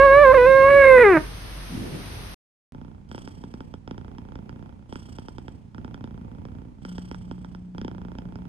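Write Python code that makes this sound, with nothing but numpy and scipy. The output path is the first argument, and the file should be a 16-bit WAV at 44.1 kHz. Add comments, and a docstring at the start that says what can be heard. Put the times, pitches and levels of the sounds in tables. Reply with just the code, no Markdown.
"""Two cats indoors: meow, then purr

The first cat holds one long meow that opens up and sinks at its end, over room hiss and a low drone;
a soft bump and a rustle of bedding follow. After a short silence the second purrs very close, over
faint hiss and a late hum: its larynx flutters about 30 times a second, now and then snapping hard,
and its nose hisses on each intake."""
import sys
import numpy as np
from scipy import signal
from scipy.fft import rfft, irfft
from scipy.io import wavfile
from scipy.ndimage import uniform_filter1d, minimum_filter1d

SR = 44100
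rng = np.random.default_rng(int(sys.argv[2]) if len(sys.argv) > 2 else 0)


def file_out(sig):
    """Save sig as 16-bit WAV at sys.argv[1]."""
    # one column per channel
    cols = np.atleast_2d(sig).T
    # limit, then scale
    lim = np.clip(cols, -1, 1)
    pcm = np.round(lim * 32767).astype(np.int16)
    wavfile.write(sys.argv[1], SR, pcm)


N = 373968
TIME = np.arange(N) / SR
FIRST_END_S, SECOND_START_S = 2.344, 2.722


def undb(db):
    """Decibels to gain."""
    return 10 ** (np.asarray(db) / 20)


def unit(x):
    """Scale to rms 1."""
    return x / np.sqrt(np.mean(x ** 2))


def curves(table):
    """Each column after the time column as a signal."""
    s, *columns = np.transpose(table)
    return [np.interp(TIME, s, c) for c in columns]


def spectrum(points, hz):
    """Gain at hz of a colour: (frequency [Hz], level [dB]) points."""
    f, db = np.transpose(points)
    return undb(np.interp(np.log(hz + 1), np.log(f), db))


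def colour(x, points):
    """Minimum-phase filter with the given colour."""
    size = 8192
    cepstrum = irfft(np.log(spectrum(points, np.fft.rfftfreq(size, 1 / SR))))
    cepstrum[1:size // 2] *= 2
    cepstrum[size // 2 + 1:] = 0
    return signal.fftconvolve(x, irfft(np.exp(rfft(cepstrum))))[:N]


def noise(points):
    """Coloured noise, rms 1."""
    return unit(colour(rng.standard_normal(N), points))


def wander(rate_hz):
    """Smooth random signal, rms 1."""
    hold = max(int(SR / rate_hz), 2)
    steps = np.repeat(rng.standard_normal(N // hold + 1), hold)
    return unit(uniform_filter1d(uniform_filter1d(steps, hold), hold)[:N])


def place(x, pan_db, lag_s=0):
    """Stereo: left is pan_db above right and lag_s later."""
    return np.array([np.interp(TIME - lag_s, TIME, x) * undb(pan_db / 2), x * undb(-pan_db / 2)])


def diffuse(points, wide_hz, side_db):
    """Stereo noise: centred in the bass, wide above wide_hz."""
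    side = signal.sosfilt(signal.butter(1, wide_hz, "high", fs=SR, output="sos"), noise(points))
    return noise(points) + undb(side_db) * side * np.array([[1], [-1]])


def pulses(times_s, sizes):
    """One impulse at each time."""
    return np.bincount(np.clip(times_s * SR, 0, N).astype(int), sizes, N + 1)[:N]


def reverb(x, t60_s, wet_db):
    """Add the short, soft reflections of a furnished room."""
    t = TIME[:SR // 2]
    tails = rng.standard_normal((2, len(t))) * undb(-60 * t / t60_s) * (t > .003)
    wet = [signal.fftconvolve(side, tail / np.linalg.norm(tail))[:N] for side, tail in zip(x, tails)]
    return x + undb(wet_db) * np.array(wet)


def meow_room():
    """Hiss, a wavering drone and a rumble that fades after the meow."""
    # (frequency [Hz], level [dB])
    hiss_colour = [(25, -14.5), (50, -9), (100, -3), (200, -13.5), (300, -18), (420, -22), (900, -23.5),
                   (2000, -26), (5000, -30.5), (6400, -34.5), (7300, -64.5), (8600, -33.5), (12000, -37)]
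    rumble_colour = [(20, -25), (48, -5.5), (90, -3), (200, -12.5), (400, -8), (1200, -55.5)]
    # (time [s], drone [dB], rumble [dB])
    low_levels = [(0, -26.5, -33.5), (.7, -34.5, -33.5), (1.15, -38.5, -33), (1.5, -35, -67),
                  (2, -39.5, -74), (2.34, -38.5, -62)]
    drone_db, rumble_db = curves(low_levels)
    hiss = diffuse(hiss_colour, wide_hz=350, side_db=.5) * undb(-40 + .44 * wander(7.8))
    drone = np.sin(2 * np.pi * 48.6 * TIME + .23 * wander(8.4)) * undb(drone_db + 2 * wander(10))
    rumble = diffuse(rumble_colour, wide_hz=500, side_db=2.5) * undb(rumble_db)
    return hiss + drone + rumble


def purr_room():
    """Faint hiss; a slightly wavering hum joins late."""
    # (time [s], level [dB])
    hum_levels = [(6.75, -81.5), (6.9, -38.5), (7.6, -42.5), (8.48, -43)]
    # (frequency [Hz], level [dB])
    hiss_colour = [(200, 15), (1000, 15), (3000, 3.5), (6000, -0.5), (10000, -7), (13000, -25)]
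    hum_hz = 180.8
    hum = np.sqrt(2) * np.sin(2 * np.pi * hum_hz * TIME + .48 * wander(4.4))
    hiss = diffuse(hiss_colour, wide_hz=500, side_db=-2) * undb(-71)
    return place(hum * undb(curves(hum_levels)[0]), pan_db=.5) + hiss


def bedding():
    """A muffled bump on the bed sets the bedding rustling."""
    # (time [s], level [dB])
    bump_levels = [(1.68, -62), (1.725, -35), (1.78, -30), (1.825, -32), (1.87, -58), (1.95, -78)]
    rustle_levels = [(1.66, -69), (1.74, -41), (1.87, -37), (1.95, -35.5), (2.05, -45.5), (2.34, -52.5)]
    # (frequency [Hz], level [dB])
    bump_colour = [(60, -22), (130, -1.5), (190, -3.5), (265, -1), (320, -10), (420, -27), (1000, -50.5)]
    rustle_colour = [(60, -16), (130, 0.5), (270, -2), (400, -6), (600, -16.5), (1000, -29), (2500, -33),
                     (6000, -45.5)]
    bump = diffuse(bump_colour, wide_hz=400, side_db=-2.5) * undb(curves(bump_levels)[0])
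    rustle_db = curves(rustle_levels)[0] + 2 * wander(28)
    return bump + diffuse(rustle_colour, wide_hz=400, side_db=1) * undb(rustle_db)


def breath_at(times_s):
    """The purr's breath stroke: its columns, progress (0-1), intake flag, slack near a turn (0-1)."""
    # out and in by turns: (start [s], flutter [Hz], chest [dB], air [dB], first tick [dB], last tick [dB])
    strokes = [(2.72, 29.5, -43.5, -66, -40, -52.5), (3.089, 30.4, -44, -65, -48, -61),
               (3.87, 29.3, -43, -64, -41.5, -44), (4.883, 30.4, -44, -66, -47.5, -61),
               (5.742, 29.6, -41.5, -64, -42.5, -47.5), (6.809, 30.2, -43.5, -67.5, -45, -54.5),
               (7.74, 29.4, -41.5, -63.5, -36.5, -42.5)]
    attack_s, release_s, last_end_s = .013, .21, 8.75
    rows = np.array(strokes)
    edges_s = np.append(rows[:, 0], last_end_s)
    index = np.clip(np.searchsorted(edges_s, times_s) - 1, 0, len(rows) - 1)
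    since_s = np.maximum(times_s - edges_s[index], 0)
    left_s = edges_s[index + 1] - times_s
    slack = np.clip(np.maximum(1 - since_s / attack_s, 1 - left_s / release_s), 0, 1)
    return rows[index].T, since_s / (since_s + left_s), index % 2, slack


def hard_snaps():
    """Time [s] and drive [dB] of each hard closure of the larynx."""
    # even runs: (start [s], count, spacing [s], drive [dB])
    runs = [(3.114, 3, .0325, -32.5), (3.275, 1, 0, -32.5), (3.438, 1, 0, -34.5), (3.539, 2, .066, -33.5),
            (3.739, 1, 0, -33.5), (3.876, 1, 0, -34), (3.91, 1, 0, -32), (3.979, 1, 0, -33.5),
            (4.183, 2, .172, -34), (4.493, 1, 0, -34), (4.925, 2, .031, -32), (5.185, 4, .0987, -33),
            (5.746, 2, .035, -36), (5.846, 3, .0973, -33.5), (6.452, 1, 0, -35), (6.85, 3, .1315, -31.5),
            (7.145, 1, 0, -32.5), (7.312, 1, 0, -33), (7.446, 2, .102, -35), (7.781, 4, .033, -32),
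            (8.185, 1, 0, -32), (8.356, 1, 0, -34)]
    return np.transpose([(s + k * gap_s, db) for s, count, gap_s, db in runs for k in range(round(count))])


def flutter():
    """Closure times [s] of the larynx, in step with the hard snaps, and which closures are soft."""
    anchors_s = np.concatenate([[SECOND_START_S - .008], hard_snaps()[0], [N / SR + .00433]])
    (_, rates_hz, *_), *_ = breath_at(anchors_s)
    runs = [np.linspace(start, end, max(round((end - start) * hz), 1), endpoint=False)
            for start, end, hz in zip(anchors_s, anchors_s[1:], rates_hz)]
    soft = np.concatenate([np.arange(len(run)) > 0 for run in runs])
    jitter_s = .0005 * soft * rng.standard_normal(len(soft))
    return np.concatenate(runs) + jitter_s, soft


def wet_closures(times_s, sizes):
    """Wet folds do not shut at once: one main click amid four weaker ones."""
    timing, strength = rng.standard_normal((len(times_s), 2, 4)).transpose(1, 0, 2)
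    weak_s = times_s[:, None] + .0007 * timing + .0008
    weak_sizes = .22 * sizes[:, None] * strength
    return pulses(times_s + .00081, sizes) + pulses(weak_s.ravel(), weak_sizes.ravel())


def larynx_clicks(closures_s, soft, scatter_db):
    """Soft ticks and hard snaps ring the throat with a crisp edge; a thud sinks into the chest."""
    # (frequency [Hz], gain [dB])
    throat_colour = [(200, 30.5), (400, 3.5), (650, 22), (900, 31.5), (1130, 20), (1400, 26), (1700, 15.5),
                     (2000, 9), (3000, -37)]
    edge_colour = [(1200, -1), (2000, 33), (2400, 32), (2800, 29), (3250, 38.5), (3700, 27.5), (4100, 14.5),
                   (5200, 32), (6500, 15), (8000, 6.5), (10000, 11), (13000, -19)]
    (*_, first_db, last_db), progress, _, slack = breath_at(closures_s)
    tick_db = first_db + (last_db - first_db) * progress - 9.5 * slack + scatter_db
    ticks = pulses(closures_s + .000787, soft * undb(tick_db))
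    snap_s, snap_db = hard_snaps()
    edge_db = -47.5 + 2.4 * (snap_db + 32.5)  # harder snaps are crisper
    drive = ticks + wet_closures(snap_s, undb(snap_db))
    edge_drive = ticks * undb(-20.5) + wet_closures(snap_s, undb(edge_db))
    throat = place(colour(drive, throat_colour), pan_db=-14.5, lag_s=.00024)
    edge = place(colour(edge_drive, edge_colour), pan_db=-1, lag_s=.00027)
    t = TIME[:SR // 25]
    thud_hz = 200 + 800 * np.exp(-t / .0019)
    envelope = np.exp(-(t / .01) ** 2) * (1 - np.exp(-(t / .0021) ** 2))
    thud = np.sin(2 * np.pi * np.cumsum(thud_hz) / SR) * envelope
    thuds = place(signal.oaconvolve(drive, thud)[:N], pan_db=1.5, lag_s=.00033)
    return throat + edge + thuds * undb(3)


def chest_rumble(closures_s, phase, scatter):
    """The folds thump the chest on shutting and on parting half a cycle later; the body rumbles on."""
    # (frequency [Hz], level [dB])
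    chest_colour = [(20, -60), (40, 6.5), (62, 3), (95, 3.5), (135, 1), (210, 0.5), (290, -5.5), (400, -24),
                    (600, -28), (1500, -71.5)]
    shut_scatter, part_scatter, part_jitter = scatter
    shutting = pulses(closures_s + .0032, undb(2 * shut_scatter))
    parting = pulses(closures_s + .01908 + .0019 * part_jitter, undb(1 + 2 * part_scatter))
    thumps = place(unit(colour(shutting + parting, chest_colour)), pan_db=-8.5) * undb(-4)
    body = diffuse(chest_colour, wide_hz=60, side_db=-4) * undb(-3 + 3.5 * np.cos(phase - 1.5))
    return thumps + body


def airflow(phase):
    """Breath noise chopped by the flutter."""
    # (frequency [Hz], level [dB])
    air_colour = [(150, -9.5), (400, 9.5), (600, 0.5), (900, 5), (1150, -7), (1450, -15), (1900, -15),
                  (2400, -13), (3300, -20.5), (4200, -28), (8000, -31), (12000, -31.5)]
    direct = place(noise(air_colour), pan_db=-12.5, lag_s=.00044)
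    wide = diffuse(air_colour, wide_hz=300, side_db=6) * undb(-3.5)
    return (direct + wide) * undb(3.5 + 1.5 * np.cos(phase - .8))


def nose_hiss(phase, progress):
    """Uneven hiss between closures, strongest early in the stroke."""
    # (frequency [Hz], level [dB])
    nose_colour = [(500, -3), (1400, 5), (2000, -2), (2600, -5), (3200, 7), (3900, -12), (4700, -0.5),
                   (5400, 2), (6200, -4.5), (7000, -17), (8100, 2), (9200, -9), (10500, -15.5),
                   (13000, -17)]
    swell_db = np.interp(progress, [0, .08, .25, .5, .75, 1], [-15, -5.5, -8, -16, -20, -34])
    hiss = place(noise(nose_colour), pan_db=-2.5, lag_s=.0002755)
    return hiss * undb(-53 + 2 * wander(300) + swell_db - 7.1 * np.cos(phase + 1.35))


def purr():
    """The fluttering larynx clicks, thumps the chest and chops the breath, easing at each turn."""
    closures_s, soft = flutter()
    scatter = rng.standard_normal((len(closures_s), 4)).T
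    phase = 2 * np.pi * np.interp(TIME, closures_s, np.arange(len(closures_s)))
    (_, _, chest_db, air_db, *_), progress, intake, slack = breath_at(TIME)
    clicks = larynx_clicks(closures_s, soft, scatter_db=3 * scatter[0])
    chest = chest_rumble(closures_s, phase, scatter[1:]) * undb(chest_db - 6.5 * slack)
    air = airflow(phase) * undb(air_db - 9.5 * slack)
    nose = nose_hiss(phase, progress) * intake
    return reverb(clicks + chest + air + nose, t60_s=.16, wet_db=-13.5)


def meow_overtones(pitch_hz, phase, opening, rough):
    """Harmonics 2-19, each wavering by itself, lifted by three mouth resonances."""
    # floor between and above the formants: (frequency [Hz], level [dB])
    throat_colour = [(650, -10), (1000, -22), (2200, -43), (2700, -28), (3200, -42.5), (3850, -36.5),
                     (4400, -45), (5500, -62), (7500, -76), (9300, -54), (12000, -60.5)]
    # (centre [Hz], half width [Hz], level with mouth shut [dB], level wide open [dB])
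    formants = [(1076, 260, -5.5, -15.5), (1635, 240, -12, -11), (2140, 320, -21, -11.5)]
    sounding = slice(0, SR * 3 // 2)
    opening = opening[sounding]
    overtones = np.zeros(N)
    for k in range(2, 20):
        hz = k * pitch_hz[sounding]
        gain = spectrum(throat_colour, hz)
        for centre_hz, width_hz, shut_db, open_db in formants:
            peak = undb(shut_db + (open_db - shut_db) * opening)
            gain += peak * np.exp(-((hz - centre_hz) / width_hz) ** 2)
        fold_db = -4 * np.clip(k - 8, 0, 2) + 1.9 * wander(30)[sounding]
        treble_db = -3 * opening * (hz > 2800)
        overtones[sounding] += gain * undb(fold_db + treble_db) * np.sin(k * phase[sounding])
    # rough cycles are strong and weak by turns
    return overtones * (1 + rough ** 2 * (.6 * wander(200) + .3 * np.cos(phase / 2)))


def air_leak(phase, opening, rough):
    """Air leaks through the folds once a cycle; a thin sizzle joins as the mouth opens."""
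    # (frequency [Hz], level [dB])
    leak_colour = [(250, -14), (700, -5.5), (1300, 1.5), (2200, 3), (2900, -19.5), (4300, -23),
                   (6000, -37), (9300, -23), (12000, -40)]
    sizzle_colour = [(6500, -31), (8200, -7.5), (9200, 3), (11000, -7), (12500, -12.5)]
    leak = noise(leak_colour) * rough ** 2 * undb(-17.5)
    sizzle = noise(sizzle_colour) * undb(-65 + 20.5 * opening)
    return (leak + sizzle) * (1 + np.cos(phase))


def meow():
    """Vocal folds with a strong fundamental; the voice brightens and roughens as the mouth opens."""
    # (time [s], pitch [Hz])
    melody = [(0, 539), (.045, 559.4), (.1, 538.2), (.222, 594.7), (.265, 526.7), (.32, 518.5), (.34, 608),
              (.35, 528), (.37, 534), (.382, 490.3), (.452, 500.4), (.475, 534), (.64, 539), (.67, 550.5),
              (.765, 562), (.865, 537.7), (1.025, 489), (1.047, 425.2), (1.115, 373), (1.145, 328),
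              (1.18, 309)]
    # (time [s], level [dB], mouth opening [0-1])
    effort = [(0, -11, 0.21), (.2, -12, 0.11), (.3, -11.5, 0.27), (.6, -13, 0.23), (.72, -12, 0.87),
              (.9, -10, .95), (1.02, -9, 0.88), (1.06, -12.5, 0.88), (1.17, -16, 0.5)]
    # the voice catches: (time [s], half length [s], added roughness [0-1], level change [dB])
    rasps = [(0.334, 0.01, 0.51, -6.5), (.705, .012, .35, -2), (0.851, .028, .22, -0.1),
             (0.995, .025, .35, -1.5), (1.091, .04, .12, 0.5), (1.182, 0.019, 0.72, -3)]
    # the room favours one side by pitch: (pitch [Hz], left minus right [dB])
    room_pan = [(320, -0.5), (400, 5), (490, -4), (590, -7)]
    end_s, release_s = 1.1745, .012
    pitch_hz, = curves(melody)
    level_db, opening = curves(effort)
    rough = .22 + .2 * opening
    for at_s, half_s, added, change_db in rasps:
        catch = np.exp(-((TIME - at_s) / half_s) ** 2)
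        rough += added * catch
        level_db += change_db * catch
    pan_db = np.interp(pitch_hz, *np.transpose(room_pan))
    pitch_hz *= 1 + .002 * wander(60) + .022 * rough ** 2 * wander(220)
    tremble = 1 + .022 * rough ** 2 * wander(110)
    phase = 2 * np.pi * np.cumsum(pitch_hz * tremble) / SR
    # at their roughest the folds drop an octave
    grunt = undb(-5) * np.minimum(rough, 1) ** 6 * np.sin(phase / 2)
    low = np.sqrt(2) * (np.sin(phase) + grunt)
    high = np.sqrt(2) * meow_overtones(pitch_hz, phase, opening, rough) + air_leak(phase, opening, rough)
    voice = place(low, pan_db, lag_s=.0001) + place(high, pan_db=-4)
    closing = np.exp(-np.maximum(TIME - end_s, 0) / release_s)
    return reverb(voice * undb(level_db) * closing, t60_s=.27, wet_db=-12.5)


def scene():
    """The meowing cat, a silence, the purring cat."""
    first = meow() + meow_room() + bedding()
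    second = purr() + purr_room()
    return first * (TIME < FIRST_END_S) + second * (TIME > SECOND_START_S)


def record(dry):
    """Peak limiter, then a steep low-pass."""
    ceiling, window_samples, top_hz = .95, 441, 12400
    allowed = np.minimum(1, ceiling / (np.abs(dry).max(axis=0) + 1e-9))
    gain = uniform_filter1d(minimum_filter1d(allowed, window_samples), window_samples)
    return signal.sosfilt(signal.ellip(8, .2, 70, top_hz, fs=SR, output="sos"), dry * gain)


dry = scene()
out = record(dry)
file_out(out)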